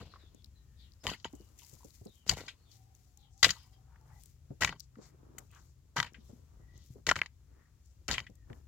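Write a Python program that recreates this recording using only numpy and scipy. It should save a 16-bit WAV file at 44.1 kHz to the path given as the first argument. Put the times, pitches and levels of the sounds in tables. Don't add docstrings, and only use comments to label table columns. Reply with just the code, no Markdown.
import sys
import numpy as np
from scipy import signal
from scipy.fft import rfft, irfft
from scipy.io import wavfile
from scipy.ndimage import uniform_filter1d

SR = 44100
rng = np.random.default_rng(int(sys.argv[2]) if len(sys.argv) > 2 else 0)


def decibels_to_gain(level_db):
    exponent = np.asarray(level_db, float) / 20
    return 10 ** exponent


def master(y):
    cut = np.clip(np.atleast_2d(y).T, -1, 1)
    pcm = np.round(cut * 32767)
    wavfile.write(sys.argv[1], SR, pcm.astype(np.int16))


N = 382347
T = np.arange(N) / SR

# [f/Hz, level/dB per Hz]
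AIR_SPECTRUM = [(20, -16), (65, 7), (130, -7), (190, -15.5), (680, -34.5), (3800, -37), (7310, -33.5),
                (8410, -42.5), (16000, -40)]
# [t/s, cycle rate f/Hz, level/dB]
ENGINE_TRACK = [
    (2.199, 21.35, -99),
    (2.602, 22.2, -68.5),
    (3.499, 23.85, -67),
    (4.401, 25.93, -65.5),
    (5.698, 26.07, -63),
    (6.901, 25, -69),
    (7.799, 25.2, -78.5),
    (8.601, 24.44, -92.5),
]
# [multiple of cycle rate, level/dB]
ENGINE_HARMONICS = [
    (5, 3),
    (6, -4.5),
]
# [start t/s, length t/s, start f/Hz, end f/Hz, level/dB]
VEHICLE_WHINES = [(0.5, .5, 1800, 1900, -82), (1.28, .24, 2950, 2850, -75), (2.7, .3, 810, 740, -73),
                  (2.95, .2, 740, 720, -79), (3.12, .22, 760, 870, -74), (3.3, .15, 740, 800, -74),
                  (3.5, .65, 760, 750, -75), (3.85, .3, 920, 900, -75), (4.07, .07, 1400, 1800, -73),
                  (4.11, .1, 1850, 1950, -71), (4.08, .13, 880, 760, -65), (6.58, .28, 1980, 1900, -72),
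                  (7.56, .13, 1700, 1950, -73), (8.3, .36, 1900, 1850, -79)]
# [start t/s, length t/s, start f/Hz, end f/Hz, level/dB]
BIRD_CALLS = [(.09, .04, 4550, 4150, -66), (.19, .045, 4000, 3650, -65), (.242, .035, 3550, 3500, -66),
              (.35, .06, 3700, 3300, -72), (.54, .07, 4100, 4050, -75), (.775, .08, 5100, 4200, -69),
              (.78, .09, 4500, 3500, -66), (.76, .14, 3900, 3000, -67), (1.0, .04, 4900, 5000, -67),
              (2.06, .03, 4300, 4100, -67), (2.09, .05, 3900, 3800, -68), (2.11, .15, 3300, 3000, -74),
              (2.57, .11, 4450, 4350, -77), (2.64, .1, 3700, 3000, -71), (3.55, .12, 5100, 4900, -70),
              (3.73, .03, 3200, 3100, -73), (3.72, .03, 5000, 4700, -72), (3.17, .1, 4300, 3300, -70),
              (3.18, .11, 3700, 3000, -71)]
# [f/Hz, level/dB per Hz]
BAG_SPECTRUM = [(880, -44.5), (1940, -6), (2880, -11), (4330, -5.5), (7030, 0), (8570, -9.5), (15100, -5),
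                (16000, -12)]
# [start t/s, length t/s, level at the start of the fade/dB]
BAG_STIRS = [(1.26, 0.36, -70), (1.558, 0.13, -53.5), (1.647, 0.18, -66), (1.703, 0.18, -63),
             (1.752, .1, -92), (1.831, .25, -66), (2.103, .04, -65.5), (2.04, 0.25, -71),
             (2.678, 0.13, -61), (2.91, 0.24, -71.5), (3.145, 0.083, -69), (3.357, 0.37, -66.5),
             (4.03, 0.24, -69.5), (4.185, 0.14, -66), (5.005, 0.087, -62.5), (5.357, 0.093, -62),
             (5.491, 0.22, -68.5), (6.2, .2, -69), (6.74, 0.25, -69.5), (7.824, 0.12, -83),
             (8.467, 0.14, -68)]
# [t/s, peak level/dB, f/Hz, decay t60/s]
CREASE_TICKS = [(0.346, -52, 6600, .012), (.421, -62, 3900, .015), (0.4437, -47, 4300, .012),
                (.458, -59, 4830, 0.016), (0.92, -52, 4560, 0.0053), (.935, -57, 4640, 0.013),
                (1.228, -58, 6000, .006), (1.3275, -55, 6560, .012), (1.3494, -52, 7150, 0.048),
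                (1.3961, -58.5, 5830, 0.013), (1.408, -57, 5100, .02), (1.4779, -67, 4570, 0.018),
                (1.578, -55.5, 7000, 0.021), (1.5872, -46, 6500, .03), (1.592, -53, 3030, .025),
                (1.647, -49.5, 5200, 0.015), (1.693, -50.5, 6800, 0.025), (1.7216, -54.5, 7030, .03),
                (1.733, -50, 6800, .04), (1.8434, -50.5, 6660, .04), (1.9049, -52, 4600, 0.011),
                (1.9548, -64.5, 6660, .04), (2.0117, -62.5, 7100, 0.012), (2.051, -52, 7350, 0.025),
                (2.068, -52.5, 4220, .015), (2.153, -57, 6940, .02), (2.7132, -53, 5000, 0.036),
                (2.9492, -53, 6750, 0.013), (3.173, -47.5, 6770, 0.0087), (3.378, -52, 6800, 0.0067),
                (3.631, -58, 7990, .007), (4.012, -59.5, 6390, 0.005), (4.2356, -43.5, 8250, 0.0071),
                (4.2581, -46, 7780, .01), (4.797, -35.5, 5720, 0.007), (4.8028, -35.5, 5120, 0.013),
                (5.3825, -35.5, 7190, 0.028), (5.514, -54, 8450, 0.0074), (5.5486, -50, 6420, 0.0082),
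                (6.134, -54.5, 6425, 0.01), (6.777, -50, 6540, 0.0095), (7.858, -59.5, 7310, 0.014),
                (8.3, -56, 6000, 0.0063), (8.3533, -53.5, 7780, 0.016)]
# [loudest t/s, half length t/s, trickling earth level/dB, soft clods and boots level/dB]
EARTH_SLIDES = [(0.192, 0.098, -72.5, -80.5), (0.355, 0.047, -87, -70.5), (1.336, 0.098, -77, -92),
                (1.628, 0.22, -80, -88), (2.055, 0.6, -89, -91.5), (2.609, 0.19, -82.5, -93),
                (3.805, 0.11, -81.5, -91), (4.092, 0.13, -74, -89.5), (4.534, 0.045, -93.5, -71),
                (5.016, 0.068, -69, -74), (5.259, 0.12, -74, -66), (5.4, 0.032, -62, -74),
                (5.586, 0.093, -75.5, -83), (6.283, 0.28, -79, -74.5), (6.66, 0.14, -81, -82.5),
                (6.98, 0.03, -82.5, -63), (7.576, 0.078, -78.5, -77.5), (8.033, 0.031, -95, -74),
                (8.543, 0.061, -65.5, -64.5)]
# [t/s, peak level/dB, thud f/Hz, scuff level above thud/dB]
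CLOD_FALLS = [(1.333, -41.5, 289, 0.5), (1.4, -48, 343, 6), (1.729, -48.5, 120, -0.5),
              (1.845, -47, 131, 16), (2.013, -44.5, 107, -6), (2.058, -41, 207, 2), (4.504, -36, 137, 0),
              (4.97, -48.5, 240, -16.5), (4.984, -43, 255, 15.5), (6.183, -50, 224, -20.5),
              (6.294, -43, 109, -4), (6.33, -44, 243, -3), (6.597, -50, 126, -4.5), (6.753, -50, 124, -6),
              (6.903, -41.5, 124.4, -28), (6.956, -45, 413, 0.5), (8.294, -47, 197.5, 1.5),
              (8.502, -38.5, 115.5, 1.5)]
# [loudest t/s, half length t/s, level/dB, centre f/Hz]
DUST_SHOWERS = [(0.052, 0.19, -70, 3440), (0.184, 0.085, -74, 2180), (0.41, 0.25, -89.5, 3480),
                (1.205, 0.054, -72.5, 4970), (1.61, 0.034, -72.5, 2810), (3.603, 0.043, -69, 3975),
                (3.931, 0.075, -80, 1196), (4.103, 0.028, -77, 1442), (5.065, 0.085, -80, 1610),
                (5.043, 0.047, -68, 5800), (5.574, 0.062, -71, 5480), (5.69, 0.03, -77.5, 6350),
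                (2.738, 0.033, -70, 5000), (3.04, 0.062, -83.5, 6800), (3.346, 0.032, -72.5, 7520),
                (3.402, 0.022, -66, 6050), (4.819, 0.031, -68, 6030), (1.75, 0.26, -73.5, 11500),
                (6.254, 0.082, -77, 4600), (6.277, 0.062, -73, 7000), (5.553, 0.039, -69, 3400),
                (6.81, 0.084, -74, 4524), (7.6, 0.15, -85, 1487), (7.88, 0.068, -77, 7440)]
# [t/s, peak level/dB, f/Hz, decay t60/s]
STONE_CLACKS = [(.012, -52, 1220, 0.033), (.023, -53, 460, 0.017), (0.138, -48.5, 1173, 0.026),
                (.159, -55, 1120, 0.043), (1.336, -58, 770, 0.01), (1.619, -66, 950, 0.12),
                (1.619, -59, 3090, .04), (1.766, -71, 1000, 0.019), (1.806, -66, 990, 0.081),
                (1.831, -61, 960, 0.048), (2.322, -43, 750, 0.032), (2.405, -52.5, 440, 0.035),
                (4.992, -58, 550, 0.015), (5.291, -73, 1197, 0.018), (5.42, -65, 896, 0.019),
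                (7.216, -21.5, 2020, 0.012), (7.26, -43, 2250, 0.014), (8.181, -25.5, 2370, 0.016),
                (5.964, -40.5, 955, 0.21), (5.965, -37.5, 5740, 0.044), (5.983, -44, 5900, 0.063),
                (1.245, -35.5, 3090, 0.021), (1.247, -48.5, 920, 0.068), (1.246, -47, 6800, 0.079),
                (2.295, -24, 3040, 0.024), (2.487, -48, 3220, 0.067), (7.091, -28, 5140, 0.036),
                (4.62, -36, 1117, 0.031), (7.115, -21.5, 1173, 0.012), (8.202, -35.5, 2300, 0.0081),
                (5.506, -67, 2600, 0.061)]
# [start t/s, drag t/s, grit level/dB, fine sand level above grit/dB, weight of earth level/dB]
BLADE_PULLS = [(0.0, 0.032, -61, 0.5, -52.5), (0.051, 0.15, -79, 7.5, -63), (1.034, 0.044, -64, 15.5, -48),
               (1.066, 0.08, -39.5, -2.5, -49.5), (1.246, 0.0084, -48, -7, -54),
               (2.261, 0.039, -67, 12, -57), (2.288, 0.05, -43, 5.5, -42), (2.364, 0.27, -55, 7.5, -54),
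               (3.427, 0.086, -43, 9.5, -43.5), (3.529, 0.17, -59.5, 0, -79.5),
               (4.606, 0.055, -43, 6.5, -42.5), (4.67, 0.086, -53, -8, -50.5),
               (5.959, 0.053, -50, 6.5, -44.5), (6.038, 0.031, -54, -4, -58), (7.067, 0.051, -47, 7.5, -42),
               (7.158, 0.035, -52.5, 3, -49), (7.217, 0.041, -59.5, -4, -67), (8.082, 0.1, -44.5, 1.5, -44),
               (8.18, 0.062, -57, -5.5, -59.5)]
# [f/Hz, level/dB, decay t60/s]
BLADE_MODES = [(936, -5, 0.09), (1173.3, -8.5, 0.075), (1440, -9, 0.05), (1580, -5, 0.18), (1971, 3, 0.1),
               (2300, -4, 0.046), (2600, -8, 0.02), (3090, 1, 0.07), (3916, -3.5, 0.04), (4536, 1.5, 0.061),
               (5000, -2, 0.13), (5740, -4.5, 0.022), (6620, -7, 0.039), (6800, 1, 0.11)]
# [t/s, peak level/dB, stone f/Hz, crack t60/s]
BURIED_STONES = [(1.068, -18, 3090, 0.0051), (2.294, -9, 6294, 0.03), (2.312, -25, 5810, .05),
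                 (3.429, -5.5, 4253, 0.059), (3.4435, -7.5, 3100, 0.066), (3.49, -22.5, 3353, 0.074),
                 (3.505, -18, 4780, 0.046), (4.62, -18, 2015, 0.076), (4.634, -17.5, 2416, 0.023),
                 (4.647, -12.5, 2810, 0.023), (4.674, -26, 2090, 0.066), (4.692, -27, 2250, 0.032),
                 (4.725, -37, 1200, 0.045), (6.001, -14.5, 1790, 0.024), (6.028, -24.5, 2860, 0.032),
                 (6.047, -38, 2000, .03), (7.086, -31, 4710, 0.027), (7.067, -20.5, 3400, 0.043),
                 (7.09, -13.5, 1722, 0.04), (7.099, -21.5, 1730, 0.012), (7.113, -13, 1880, 0.022),
                 (7.164, -24.5, 1637, 0.013), (7.19, -31.5, 1690, 0.024), (7.216, -30, 2770, 0.013),
                 (7.234, -41, 1604, 0.015), (7.26, -39.5, 4000, 0.029), (8.081, -26, 6160, .04),
                 (8.087, -29.5, 2004, 0.043), (8.105, -25.5, 2600, 0.023), (8.112, -19, 4287, 0.032),
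                 (8.119, -28, 4200, 0.082), (8.13, -24.5, 5000, .03), (8.18, -30, 3200, 0.069),
                 (8.192, -34, 2444, 0.024), (8.202, -37, 4980, 0.019), (8.266, -44, 2500, 0.064)]
# [t/s, peak level/dB, stone f/Hz, crack t60/s]
EDGE_SCRAPES = [
    (2.275, -36, 5930, 0.1),
    (2.376, -51.5, 5030, 0.048),
    (2.404, -44, 4160, 0.085),
    (4.607, -37, 4550, 0.078),
    (6.062, -42.5, 2440, 0.092),
    (7.157, -27.5, 2057, 0.059),
    (8.138, -27, 2807, 0.083),
]
# [t/s, peak level/dB, stone f/Hz, crack t60/s]
FREE_PINGS = [(1.246, -33, 2960, 0.011), (1.258, -44, 3320, 0.095), (1.098, -33, 6400, 0.073),
              (1.145, -52, 2000, .09), (1.198, -52.5, 4480, 0.066), (2.463, -48.5, 5000, 0.071),
              (2.479, -33, 3170, 0.11), (3.725, -65.5, 4120, 0.16), (3.958, -58, 1850, 0.026),
              (4.955, -54.5, 1527, 0.019), (5.382, -42.5, 1780, 0.035), (5.52, -59, 1400, 0.17),
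              (5.554, -56, 1300, 0.16), (5.964, -24, 1500, 0.11), (5.966, -31.5, 4950, .06),
              (5.98, -27, 4350, .05), (5.987, -27, 1410, 0.062), (6.142, -46.5, 2200, 0.1),
              (8.498, -50, 1444, 0.048), (8.53, -48, 2090, 0.012)]
# [f/Hz, level/dB]
MIC_RESPONSE = [(20, 8), (2000, 4.5), (5000, 2), (7000, 3), (7700, 0.5), (8500, -11.5), (12000, -8),
                (16000, -12)]
# [f/Hz, left minus right level/dB]
PORT_LEVEL = [(60, 4.5), (700, 2), (1290, 3), (2380, 4.5), (4400, 8.5), (8120, 9), (15000, 5)]
# [f/Hz, lead of the left/rad]
PORT_PHASE = [(0, 0), (3270, -.4), (3800, -2.2), (4900, -3), (6630, -2.8), (8010, -6.2), (16400, -9)]
# [f/Hz, common share 0-1]
PORT_COHERENCE = [(60, 1), (500, 0.94), (2000, 0.7), (8000, 0.1)]

BURIED_RING_DB, SCRAPED_RING_DB, FREE_RING_DB = -1, -5, -1.5
RING_DB_PER_OCTAVE = 1
BITE_S, SAG_DB_PER_S, LET_GO_T60_S = 0.0062, 154.5, 0.093
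HEAVE_S, SLUMP_T60_S = 0.02, 0.12
CRUMBLE_DB, CRUMBLE_T60_S = -3.5, 0.053


def curve(table, hz):
    f, v = np.transpose(table)
    return np.interp(np.log(hz + 1), np.log(f + 1), v)


def colour(x, table):
    cep = irfft(curve(table, np.linspace(0, SR / 2, 2049)) * np.log(10) / 20)
    cep[1:2048] *= 2
    cep[2049:] = 0
    response = irfft(np.exp(rfft(cep))).reshape((1,) * (x.ndim - 1) + (-1,))
    return signal.fftconvolve(x, response, axes=-1)[..., :x.shape[-1]]


def band(x, lo_hz, hi_hz, order=2):
    sos = signal.butter(order, [lo_hz, min(hi_hz, 0.45 * SR)], "band", fs=SR, output="sos")
    y = signal.sosfilt(sos, x)
    return y / np.sqrt(np.mean(y ** 2))


def walk(rate):
    k = int(SR / rate)
    held = np.repeat(rng.standard_normal(N // k + 1), k)
    slewed = uniform_filter1d(uniform_filter1d(held, k), k)[:N]
    return slewed / np.std(slewed)


def grains(rate, spread_db, hiss):
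    when, size = rng.random(N), rng.exponential(size=N)
    noise = rng.standard_normal((2, 2, N))
    hits = (when < rate / SR) * decibels_to_gain(spread_db * np.minimum(size, 4)) * noise[0]
    return hits / np.sqrt(np.mean(hits ** 2)) + hiss * noise[1]


def add(out, s, x, peak_db):
    i = int(s * SR)
    scaled = x * decibels_to_gain(peak_db) / np.abs(x[0]).max()
    out[:, i:i + x.shape[1]] += scaled[:, :N - i]


def fade(t, t60):
    return np.exp(-np.log(1000) * t / max(t60, 0.003))


def swell(s, half):
    return np.exp(-((T - s) / half) ** 2)


def ports(x, left_db=0, alike=1):
    hz = np.fft.rfftfreq(N, 1 / SR)
    db = curve(PORT_LEVEL, hz) + left_db * np.minimum(hz / 2000, 1)
    same = np.clip(curve(PORT_COHERENCE, hz) * alike, 0, 1)
    one, two = rfft(x)
    lag = np.exp(-1j * np.interp(hz, *np.transpose(PORT_PHASE)))
    right = same * one * lag + np.sqrt(1 - same ** 2) * two
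    return irfft([one * decibels_to_gain(db / 2), right * decibels_to_gain(-db / 2)], N)


def echoes(x, level_db=-32, t60=0.2):
    t = T[:SR // 3]
    tail = rng.standard_normal((2, len(t))) * fade(t, t60) * np.minimum(t / 0.017, 1)
    tail = tail / np.sqrt(np.sum(tail ** 2) / 2)
    return x + decibels_to_gain(level_db) * signal.fftconvolve(x, tail, axes=1)[:, :N]


def air():
    shared, left, right = colour(rng.standard_normal((3, N)), AIR_SPECTRUM)
    low = signal.butter(1, 300, fs=SR, output="sos")
    own = np.array([left, right])
    rumble = signal.sosfilt(low, shared + 0.16 * own) * decibels_to_gain(2 * walk(2.3))
    hiss = ports(own - signal.sosfilt(low, own), -6, 0.44) * decibels_to_gain(1.2 * walk(2.9))
    bed = rumble + hiss
    return bed / np.std(bed) * decibels_to_gain(-60 + np.array([[0.5], [-0.5]]) * 4.5)


def engine():
    s, hz, db = np.transpose(ENGINE_TRACK)
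    turns = np.cumsum(np.interp(T, s, hz) * (1 + 0.025 * walk(12))) / SR
    tone = sum(decibels_to_gain(d - 4 + 4 * walk(9)) * np.sin(2 * np.pi * k * turns) for k, d in ENGINE_HARMONICS)
    return tone * decibels_to_gain(np.interp(T, s, db)) * decibels_to_gain(np.array([[1.5], [-1.5]]))


def glides(table):
    out, waver = np.zeros((2, N)), 1 + 0.025 * walk(14)
    for s, length, hz0, hz1, db in table:
        i, t = int(s * SR), T[:int(length * SR)]
        width_hz = 0.09 * hz0 + 0.5 * abs(hz1 - hz0)
        noise = rng.standard_normal((2, N // 8))
        blur = uniform_filter1d(noise, int(SR / width_hz))[:, :len(t)] * np.sqrt(SR / width_hz)
        hz = (hz0 + (hz1 - hz0) * t / t[-1]) * waver[i:i + len(t)]
        tone = np.sin(2 * np.pi * np.cumsum(hz) / SR)
        direct = 0.62 * min(1, 0.15 * hz0 / width_hz) ** 2
        envelope = np.abs(np.sin(np.pi * t / t[-1])) ** 0.8
        balance = np.array([[1.3], [0.7]])
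        out[:, i:i + len(t)] += decibels_to_gain(db) * (direct + 0.8 * blur) * tone * envelope * balance
    return out


def whines():
    return glides(VEHICLE_WHINES)


def birds():
    return echoes(glides(BIRD_CALLS), -1.5, 0.17)


def bag():
    stir = np.zeros(N)
    for s, length, db in BAG_STIRS:
        t = np.maximum(T - s, 0)
        stir += decibels_to_gain(db) * np.minimum(t / 0.14, 1) * np.exp(-1.5 * (t / length) ** 2)
    crackle = colour(grains(1800, 2.8, 0.9) * decibels_to_gain(2.2 * walk(70)), BAG_SPECTRUM)
    return stir * crackle / np.std(crackle)


def ticks():
    out, t = np.zeros((2, N)), T[:2500]
    noises = rng.standard_normal((len(CREASE_TICKS), 2, len(t)))
    for (s, db, hz, t60), noise in zip(CREASE_TICKS, noises):
        burst = noise * fade(t, t60) * np.minimum(t / (0.08 * t60), 1)
        crease = band(burst, hz / 1.2, hz * 1.25, order=3)
        sparkle = 1.1 * (hz / 7000) ** 3 * band(burst, 4200, 24000)
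        add(out, s, crease + sparkle, db)
    return out


def settle():
    swells = [swell(s, half) for s, half, _, _ in EARTH_SLIDES]
    run = decibels_to_gain(-88) + sum(decibels_to_gain(row[2]) * w for row, w in zip(EARTH_SLIDES, swells))
    drop = decibels_to_gain(-94) + sum(decibels_to_gain(row[3]) * w for row, w in zip(EARTH_SLIDES, swells))
    trickle = run * decibels_to_gain(-2.5 + 2.04 * walk(30)) * band(grains(500, 3, 0.9), 420, 1350, order=3)
    slump = drop * decibels_to_gain(3 + 3 * walk(25)) * band(grains(250, 3.5, 0.5), 190, 420)
    return trickle + slump


def clods():
    out, t = np.zeros((2, N)), T[:4000]
    noises = rng.standard_normal((len(CLOD_FALLS), 2, len(t)))
    for (s, db, hz, scuff_db), noise in zip(CLOD_FALLS, noises):
        body = np.sin(2 * np.pi * hz * t) * fade(t, 5 / hz + 0.048)
        scuff = 0.5 * decibels_to_gain(scuff_db) * band(noise, 100, 480, order=3) * fade(t, 0.11)
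        add(out, s, (body + scuff) * np.minimum(t / 0.0025, 1), db)
    return out


def dust():
    out, rain = np.zeros((2, N)), grains(1500, 2.9, 1.4) * decibels_to_gain(1.8 * walk(54))
    for s, half, db, hz in DUST_SHOWERS:
        part = slice(max(int((s - 2.5 * half) * SR), 0), int((s + 2.5 * half) * SR))
        shower = band(rain[:, part], hz / 1.45, hz * 1.45, order=3)
        out[:, part] += decibels_to_gain(db) * swell(s, half)[part] * shower
    return out


def clacks():
    out, t = np.zeros((2, N)), T[:5000]
    noises = rng.standard_normal((len(STONE_CLACKS), 2, len(t)))
    for (s, db, hz, t60), noise in zip(STONE_CLACKS, noises):
        note = np.sin(2 * np.pi * hz * t) * fade(t, t60)
        rough = band(noise * fade(t, t60), hz / 1.2, hz * 1.2)
        contact = note + 1.2 * rough / np.abs(rough).max()
        add(out, s, contact * np.minimum(t / 0.00014, 1), db)
    return out


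def ring(t, tilt_hz, luck):
    hz, db, t60 = np.transpose(BLADE_MODES)[:, :, None]
    octaves_off = np.abs(np.log2(hz / (0.95 * tilt_hz)))
    share = decibels_to_gain(db + 2.5 * luck[:, :1] - 9 * octaves_off)
    modes = np.sin(2 * np.pi * hz * (1 + 0.007 * luck[:, 1:]) * t)
    return np.sum(share * modes * np.exp(-np.log(1000) * t / t60), axis=0)


def pull(s, drag, attack, t60):
    out, i = np.zeros(N), int(s * SR)
    t = T[:min(SR // 2, N - i)]
    hold = decibels_to_gain(-SAG_DB_PER_S * np.minimum(t, drag))
    out[i:i + len(t)] = np.minimum(t / attack, 1) * hold * fade(np.maximum(t - drag, 0), t60)
    return out


def plough():
    bite = [decibels_to_gain(db) * pull(s, drag, BITE_S, LET_GO_T60_S) for s, drag, db, _, _ in BLADE_PULLS]
    sand = sum(decibels_to_gain(row[3]) * b for row, b in zip(BLADE_PULLS, bite))
    crush = sum(decibels_to_gain(db + CRUMBLE_DB) * pull(s, drag, BITE_S, CRUMBLE_T60_S) for s, drag, _, _, db in BLADE_PULLS)
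    heave = sum(decibels_to_gain(db) * pull(s, drag, HEAVE_S, SLUMP_T60_S) for s, drag, _, _, db in BLADE_PULLS)
    grit = grains(2500, 3.2, 0.8) * decibels_to_gain(1.3 * walk(80))
    modes = ring(T[:2000], 3000, np.zeros((len(BLADE_MODES), 2)))
    blade = signal.fftconvolve(grit, modes[None], axes=1)[:, :N]
    patches = sum(band(grit, hz, 1.4 * hz) * decibels_to_gain(5 * walk(90)) for hz in 900 * 1.4 ** np.arange(5))
    crunch = 0.74 * patches / np.std(patches) + decibels_to_gain(-7) * blade / np.std(blade)
    hiss = band(grit, 2000, 20000, order=1)
    crumble = band(grains(400, 5, 0.4), 200, 730)
    thump = band(rng.standard_normal((2, N)), 37, 170, order=3)
    return sum(bite) * crunch + sand * hiss + crush * crumble + heave * thump


def knock(t, db, hz, t60, state_db):
    noise = rng.standard_normal((2, len(t)))
    luck = rng.standard_normal((len(BLADE_MODES), 2))
    hard = np.clip((db + 52) / 32, 0.1, 1)
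    sharp = min(1, 0.055 / t60) ** 2
    onset = np.minimum(t / (0.0003 + 4 * t60 ** 3), 1)
    burst = noise * (fade(t, t60) + 0.7 * sharp * fade(t, 0.006)) * onset
    stone = band(burst, hz / 1.45, hz * 1.35)
    crack = stone + 1.2 * hard * band(burst, 1200, hz * 3.2)
    snap = band(np.ones((2, 1)) * (t == t[8]), hz / 2, hz * 2.5, order=1)
    crack = crack + 1.5 * sharp * hard * snap * np.abs(crack).max() / np.abs(snap).max()
    crack = band(crack, 750, 19000)
    chatter = noise[:, :300] * fade(t[:300], 0.0067)
    modes = ring(t, hz, luck)[None] * (fade(t, 0.72 * t60) + 0.036)
    blade = signal.fftconvolve(modes, chatter, axes=1)[:, :len(t)]
    blade = band(blade * onset, 880, min(9000, hz * (1.2 + 4 * hard)), order=3)
    ring_db = state_db + RING_DB_PER_OCTAVE * np.log2(hz / 2000)
    return crack / np.abs(crack).max() + decibels_to_gain(ring_db) * blade / np.abs(blade).max()


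def knocks():
    out = np.zeros((2, N))
    states = ((BURIED_STONES, BURIED_RING_DB), (EDGE_SCRAPES, SCRAPED_RING_DB), (FREE_PINGS, FREE_RING_DB))
    for table, state_db in states:
        for s, db, hz, t60 in table:
            add(out, s, knock(T[:4500], db, hz, t60, state_db), db - 2.0)
    return out


def scene():
    hoe = echoes(colour(ports(knocks() + clacks() + plough() + dust()), MIC_RESPONSE))
    earth = ports(clods() + settle(), -0.35, 0.16)
    plastic = ports(ticks() + bag(), 3.6, 0.16)
    return hoe + earth + plastic + birds() + whines() + engine() + air()


def low_pass(x):
    return signal.sosfilt(signal.butter(12, 16300, fs=SR, output="sos"), x)


def record(dry):
    bass_cut = signal.butter(3, 36, "high", fs=SR, output="sos")
    top_cut = signal.butter(12, 16300, fs=SR, output="sos")
    mix = signal.sosfilt(np.vstack([bass_cut, top_cut]), dry)
    return low_pass(mix)


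dry = scene()
out = record(dry)
master(out)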